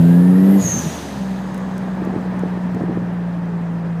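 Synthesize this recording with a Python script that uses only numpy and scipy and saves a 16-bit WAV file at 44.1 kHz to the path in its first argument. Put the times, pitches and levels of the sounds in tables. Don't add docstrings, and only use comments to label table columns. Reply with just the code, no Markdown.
import sys
import numpy as np
from scipy import signal
from scipy.io import wavfile

SR = 44100
rng = np.random.default_rng(int(sys.argv[2]) if len(sys.argv) > 2 else 0)


def persist_wave(psi):
    counts = np.round(np.clip(psi, -1, 1) * 32767).astype(np.int16)
    wavfile.write(sys.argv[1], SR, np.atleast_2d(counts).T)


N = 176400
T = np.arange(N) / SR


def from_db(db):
    return 10 ** (np.asarray(db) / 20)


def rms_one(x):
    return x / np.sqrt(np.mean(x ** 2) + 1e-20)


def in_time(rows):
    times, *columns = np.transpose(rows)
    return [np.interp(T, times, column) for column in columns]


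def at_hz(points, hz):
    freqs, levels = np.transpose(points)
    return np.interp(np.log(hz), np.log(freqs), levels)


def swell(centre, half):
    return np.exp(-((T - centre) / half) ** 2)


def drift(rate_hz, step=20):
    r = np.exp(-2 * np.pi * step * rate_hz / SR)
    slow = signal.lfilter([1], [1, -2 * r, r * r], rng.standard_normal(N // step + 2002))[2000:]
    return np.interp(np.arange(N) / step, np.arange(len(slow)), rms_one(slow))


def phase_of(hz):
    return 2 * np.pi * np.cumsum(hz) / SR


def filtered(x, order, hz, kind):
    return signal.sosfilt(signal.butter(order, hz, kind, fs=SR, output="sos"), x)


def breathy(hz, half_width_hz):
    a, b = filtered(rng.standard_normal((2, N)), 3, half_width_hz, "low")
    phase = phase_of(np.broadcast_to(hz, N))
    return rms_one(a * np.cos(phase) + b * np.sin(phase))


def noise(spectrum, flicker_db):
    out, edges = 0, 20 * 2 ** (np.arange(30) / 3)
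    white = rng.standard_normal((2, N + 8000))
    for k, (low, high) in enumerate(zip(edges, edges[1:])):
        band = filtered(white[k % 2], 3, [low, high], "band")[-N:]
        db = at_hz(spectrum, np.sqrt(low * high)) + flicker_db * drift(17.6, step=100)
        out += band * from_db(db)
    return rms_one(out)


def ring(force, hz, t60):
    r, w = from_db(-60 / (t60 * SR)), 2 * np.pi * hz / SR
    return signal.lfilter([.5, 0, -.5], [1, -2 * r * np.cos(w), r * r], force + 1e-18)


def engine():
    # (time [s], firing rate [Hz])
    firing = [(0, 84.14), (.15, 86.95), (.55, 98.6), (.6, 95), (.665, 88.15), (.85, 80.94), (1.02, 71.6),
              (1.24, 63.43), (2.25, 61.51), (3.1, 58.56), (4, 55.9)]
    # (time [s], level [dB], roughness [0-1])
    load = [(0, -11, 0.08), (.2, -11, 0.19), (.56, -8, 0.14), (.6, -12.5, 0.1), (.625, -24, 0.6),
            (.73, -30, 0.9), (.79, -20, 0.56), (.82, -21.5, .5), (.87, -15, 0.4), (.92, -23, 0.3),
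            (1.08, -19, 0.07), (1.25, -24, 0.01), (2.1, -24.5, 0.34), (2.4, -22.5, 0.17), (4, -25, 0.03)]
    # (frequency [Hz], gain [dB])
    cabin = [(90, -10.5), (120, -16), (145, -24.5), (168, 2.5), (195, -0.5), (215, -22.5), (255, -8.5),
             (295, -12.5), (350, -15), (480, -15.5), (600, -25.5), (1200, -36)]
    # (time [s], level at the firing rate [dB], level at 4/3 of that rate [dB])
    floor_hum = [(0, -41, -28), (.45, -37.5, -39.5), (.7, -38, -28), (1, -38.5, -57), (1.25, -43.5, -64),
                 (4, -47.5, -55)]
    uneven_db, fall_db_per_octave = -27, 13
    hz, = in_time(firing)
    load_db, roughness = in_time(load)
    firing_db, shake_db = in_time(floor_hum)
    phase = phase_of(hz * (1 + .002 * drift(10)))
    hum = from_db(firing_db) * np.sin(phase) + from_db(shake_db) * np.sin(4 / 3 * phase)
    boom = 0
    for thirds in range(5, 37):
        order = thirds / 3
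        db = at_hz(cabin, order * hz) - fall_db_per_octave * np.log2(max(order / 3, 1))
        if thirds % 3:
            db += uneven_db / (1 + order / 10)
        angle = order * phase + rng.uniform(0, 2 * np.pi)
        wobble = roughness * order / 4
        partial = (1 + wobble * drift(44)) * np.sin(angle) + wobble * drift(60) * np.cos(angle)
        boom += from_db(db) * partial
    return np.sqrt(2) * (filtered(from_db(load_db) * boom, 3, 85, "high") + hum)


def turbo():
    # (time [s], shaft rate [Hz], whine level [dB])
    spool = [(0, 1490, -50), (.16, 1665, -43), (.3, 1830, -47), (.54, 2040, -46), (.68, 1910, -47),
             (.8, 1680, -43), (.9, 1520, -54), (1.25, 1100, -70)]
    # (ratio to shaft rate, half-width [Hz], centre [s], half-length [s], level [dB])
    blade_tones = [(8.0, 650, 0.13, 0.11, -53), (5.62, 400, 0.21, 0.099, -54),
                   (5.97, 290, 0.44, 0.17, -50.5), (5.82, 550, 0.54, 0.065, -43)]
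    hz, whine_db = in_time(spool)
    whine = from_db(whine_db) * (np.sin(phase_of(hz)) + .7 * breathy(hz, 35)) * (T < spool[-1][0])
    blades = sum(from_db(db) * swell(centre, half) * breathy(ratio * hz, width)
                 for ratio, width, centre, half, db in blade_tones)
    return whine + blades


def intake():
    # (time [s], level [dB])
    rush = [(0, -31), (.35, -35), (.55, -30.5), (.62, -37), (.72, -44)]
    # (frequency [Hz], relative density [dB])
    spectrum = [(60, -1), (300, 14), (600, 18.5), (1500, -16), (2500, -3), (4300, -10.5), (5300, -14.5),
                (8000, -13.5), (11000, -11), (13500, -13), (15000, -14)]
    return from_db(in_time(rush)[0]) * noise(spectrum, flicker_db=1.0) * (T < rush[-1][0])


def road():
    # (time [s], level [dB])
    levels = [(0, -30.5), (.8, -27), (1.1, -30.5), (2.4, -29), (3.2, -31.5), (4, -32)]
    # (frequency [Hz], relative density [dB])
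    spectrum = [(25, -31.5), (75, -12), (115, -8), (170, 5), (240, -2), (330, -6.5), (500, -6), (850, -9.5),
                (1800, -19), (2300, -25.5), (3200, -32.5), (5300, -39.5), (15000, -54.5)]
    # (frequency [Hz], half-width [Hz], level re rumble [dB])
    resonances = [(903, 79, -17.5), (1752, 139, -19)]
    rumble = noise(spectrum, flicker_db=1.26)
    ringing = sum(from_db(db) * breathy(hz, width) for hz, width, db in resonances)
    return from_db(in_time(levels)[0]) * (rumble + ringing)


def air():
    # (time [s], level [dB])
    levels = [(0, -69), (1, -43.5), (1.5, -52.5), (2.4, -60), (4, -76)]
    # (frequency [Hz], relative density [dB])
    spectrum = [(1000, -6.5), (2500, 2), (4300, 7.5), (5200, -9.5), (6500, -0.5), (10000, -8.5),
                (15000, -14)]
    return from_db(in_time(levels)[0]) * noise(spectrum, flicker_db=1.9)


def blow_off():
    # (time [s], frequency [Hz], level [dB])
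    valve = [(.58, 6900, -70), (.612, 6800, -33), (.638, 6680, -30.5), (.662, 6530, -22.5),
             (.71, 6410, -25), (.778, 6320, -28.5), (.79, 6320, -23.5), (.798, 6320, -32), (.84, 6270, -38),
             (.92, 6200, -75)]
    # (ratio to the whistle, half-width [Hz], initial level re hiss [dB])
    pipe_modes = [(0.99, 420, 1)]
    # (frequency [Hz], relative density [dB])
    spectrum = [(800, -13.5), (1500, 2.5), (2600, 8), (4200, 5.5), (7000, 3.5), (9500, 5), (13000, 4),
                (15000, 0)]
    open_s, attack_s, hold_s, flow_db = .567, .06, .36, -36.5
    flow_fall, pipe_fall, treble_fall = 37, 16, 21
    hz, whistle_db = in_time(valve)
    phase = phase_of(hz + 35 * drift(150, step=4))
    tone = np.sqrt(2) * np.sin(phase) * rms_one(1 + .45 * drift(140))
    skirt = from_db(-9) * breathy(hz, 300)
    octave = from_db(-22) * breathy(2 * hz, 450)
    whistle = from_db(whistle_db) * (T < valve[-1][0]) * (tone + skirt + octave)
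    age = np.maximum(T - open_s, 0)
    flow = np.minimum(age / attack_s, 1) * from_db(flow_db - flow_fall * np.maximum(age - hold_s, 0))
    pipe = sum(from_db(db) * breathy(ratio * hz, width) for ratio, width, db in pipe_modes)
    hiss = noise(spectrum, flicker_db=1.1)
    dull = signal.sosfiltfilt(signal.butter(2, 8000, fs=SR, output="sos"), hiss)
    treble = (hiss - dull) * from_db(-treble_fall * age)
    return whistle + flow * (pipe * from_db(-pipe_fall * age) + dull + treble)


def side_whistles():
    # (frequency at the centre [Hz], centre [s], half-length [s], level [dB])
    whistles = [(6850, 0.704, .022, -30.5), (6930, .82, 0.15, -39.5), (5940, .785, .06, -39),
                (6200, .655, 0.037, -41)]
    # (frequency [Hz], half-width [Hz], centre [s], half-length [s], level [dB])
    last_hiss = (6450, 350, 1.25, 0.7, -59)
    sink_hz_per_s = 2300
    glides = sum(from_db(db) * swell(centre, half) * breathy(hz - sink_hz_per_s * (T - centre), 140)
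                 for hz, centre, half, db in whistles)
    hz, width, centre, half, db = last_hiss
    return glides + from_db(db) * swell(centre, half) * breathy(hz, width)


def burble():
    # (time [s], relative level [dB])
    pops = [(0.646, -12), (0.751, -14), (.776, -6.5), (.863, -12)]
    exhaust_hz, rise_s, t60_s = 169.7, .00094, .072
    out = 0
    for start, db in pops:
        age = np.maximum(T - start, 0)
        envelope = from_db(db - 60 * age / t60_s) * (1 - np.exp(-age / rise_s))
        out -= envelope * np.sin(2 * np.pi * exhaust_hz * age)
    return filtered(out, 2, exhaust_hz / 2, "high")


def ticks():
    # (time [s], relative level [dB])
    onsets = [(0.792, -17), (1.5449, -28.5), (1.5783, -28.5), (1.78, -27.5), (2.0503, -31.5),
              (2.3935, -31.5), (2.7473, -32.5)]
    # (frequency [Hz], relative density [dB])
    spectrum = [(4000, -25), (6200, 5), (10000, -5.5)]
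    decay_s, gain_db = .0014, -8.5
    envelope = sum(from_db(db + gain_db) * (T >= start) * np.exp(-np.abs(T - start) / decay_s)
                   for start, db in onsets)
    return envelope * noise(spectrum, flicker_db=0)


def bumps():
    # (time [s], relative level [dB], bandwidth [Hz])
    jolts = [(2.02, -6.5, 500), (2.073, -8, 602.4), (2.162, -0.5, 383.7), (2.435, -6, 900),
             (2.574, -11.5, 603), (2.747, -2.5, 300), (2.767, -10, 500), (2.809, -4, 453.7),
             (2.818, -7, 198), (2.837, -2.5, 400), (2.899, -14, 905), (2.954, -3, 246), (2.973, -3.5, 500),
             (3.017, -4.5, 280)]
    # (frequency [Hz], gain [dB], 60 dB decay time [s])
    body_modes = [(132, -8.5, 0.07), (230.8, -0.5, 0.052), (318, 9.5, 0.017), (428, -1.5, 0.018),
                  (750, -0.5, .018)]
    # (centre [s], half-length [s], relative level [dB])
    rattles = [(2.117, 0.12, -30), (2.447, 0.017, -22.5), (2.8, 0.044, -25), (2.905, 0.028, -21.5)]
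    push_db, contacts_per_s = -4, 220
    pushes = 0
    for time, db, hz in jolts:
        unit_pulse = np.sqrt(np.pi) * hz / SR * swell(time, 1 / (np.pi * hz))
        pushes += from_db(db + push_db) * unit_pulse
    knocks = sum(from_db(db) * ring(pushes, hz, t60) for hz, db, t60 in body_modes) / 2
    shaking = sum(from_db(db) * swell(centre, half) for centre, half, db in rattles)
    contacts = rng.random(N) < contacts_per_s / SR
    rattle = sum(from_db(db) * ring(contacts * rng.uniform(-1.17, 1, N), hz, t60)
                 for hz, db, t60 in body_modes)
    return filtered(knocks + shaking * rms_one(rattle), 3, [100, 850], "band")


def scene():
    powertrain = engine() + turbo() + intake() + blow_off() + side_whistles() + burble()
    ride = road() + air() + bumps()
    return (powertrain + ride + ticks())[None]


def record(dry):
    cutoff_hz = 15300
    return signal.sosfilt(signal.ellip(12, .1, 90, cutoff_hz, fs=SR, output="sos"), dry)


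dry = scene()
out = record(dry)
persist_wave(out)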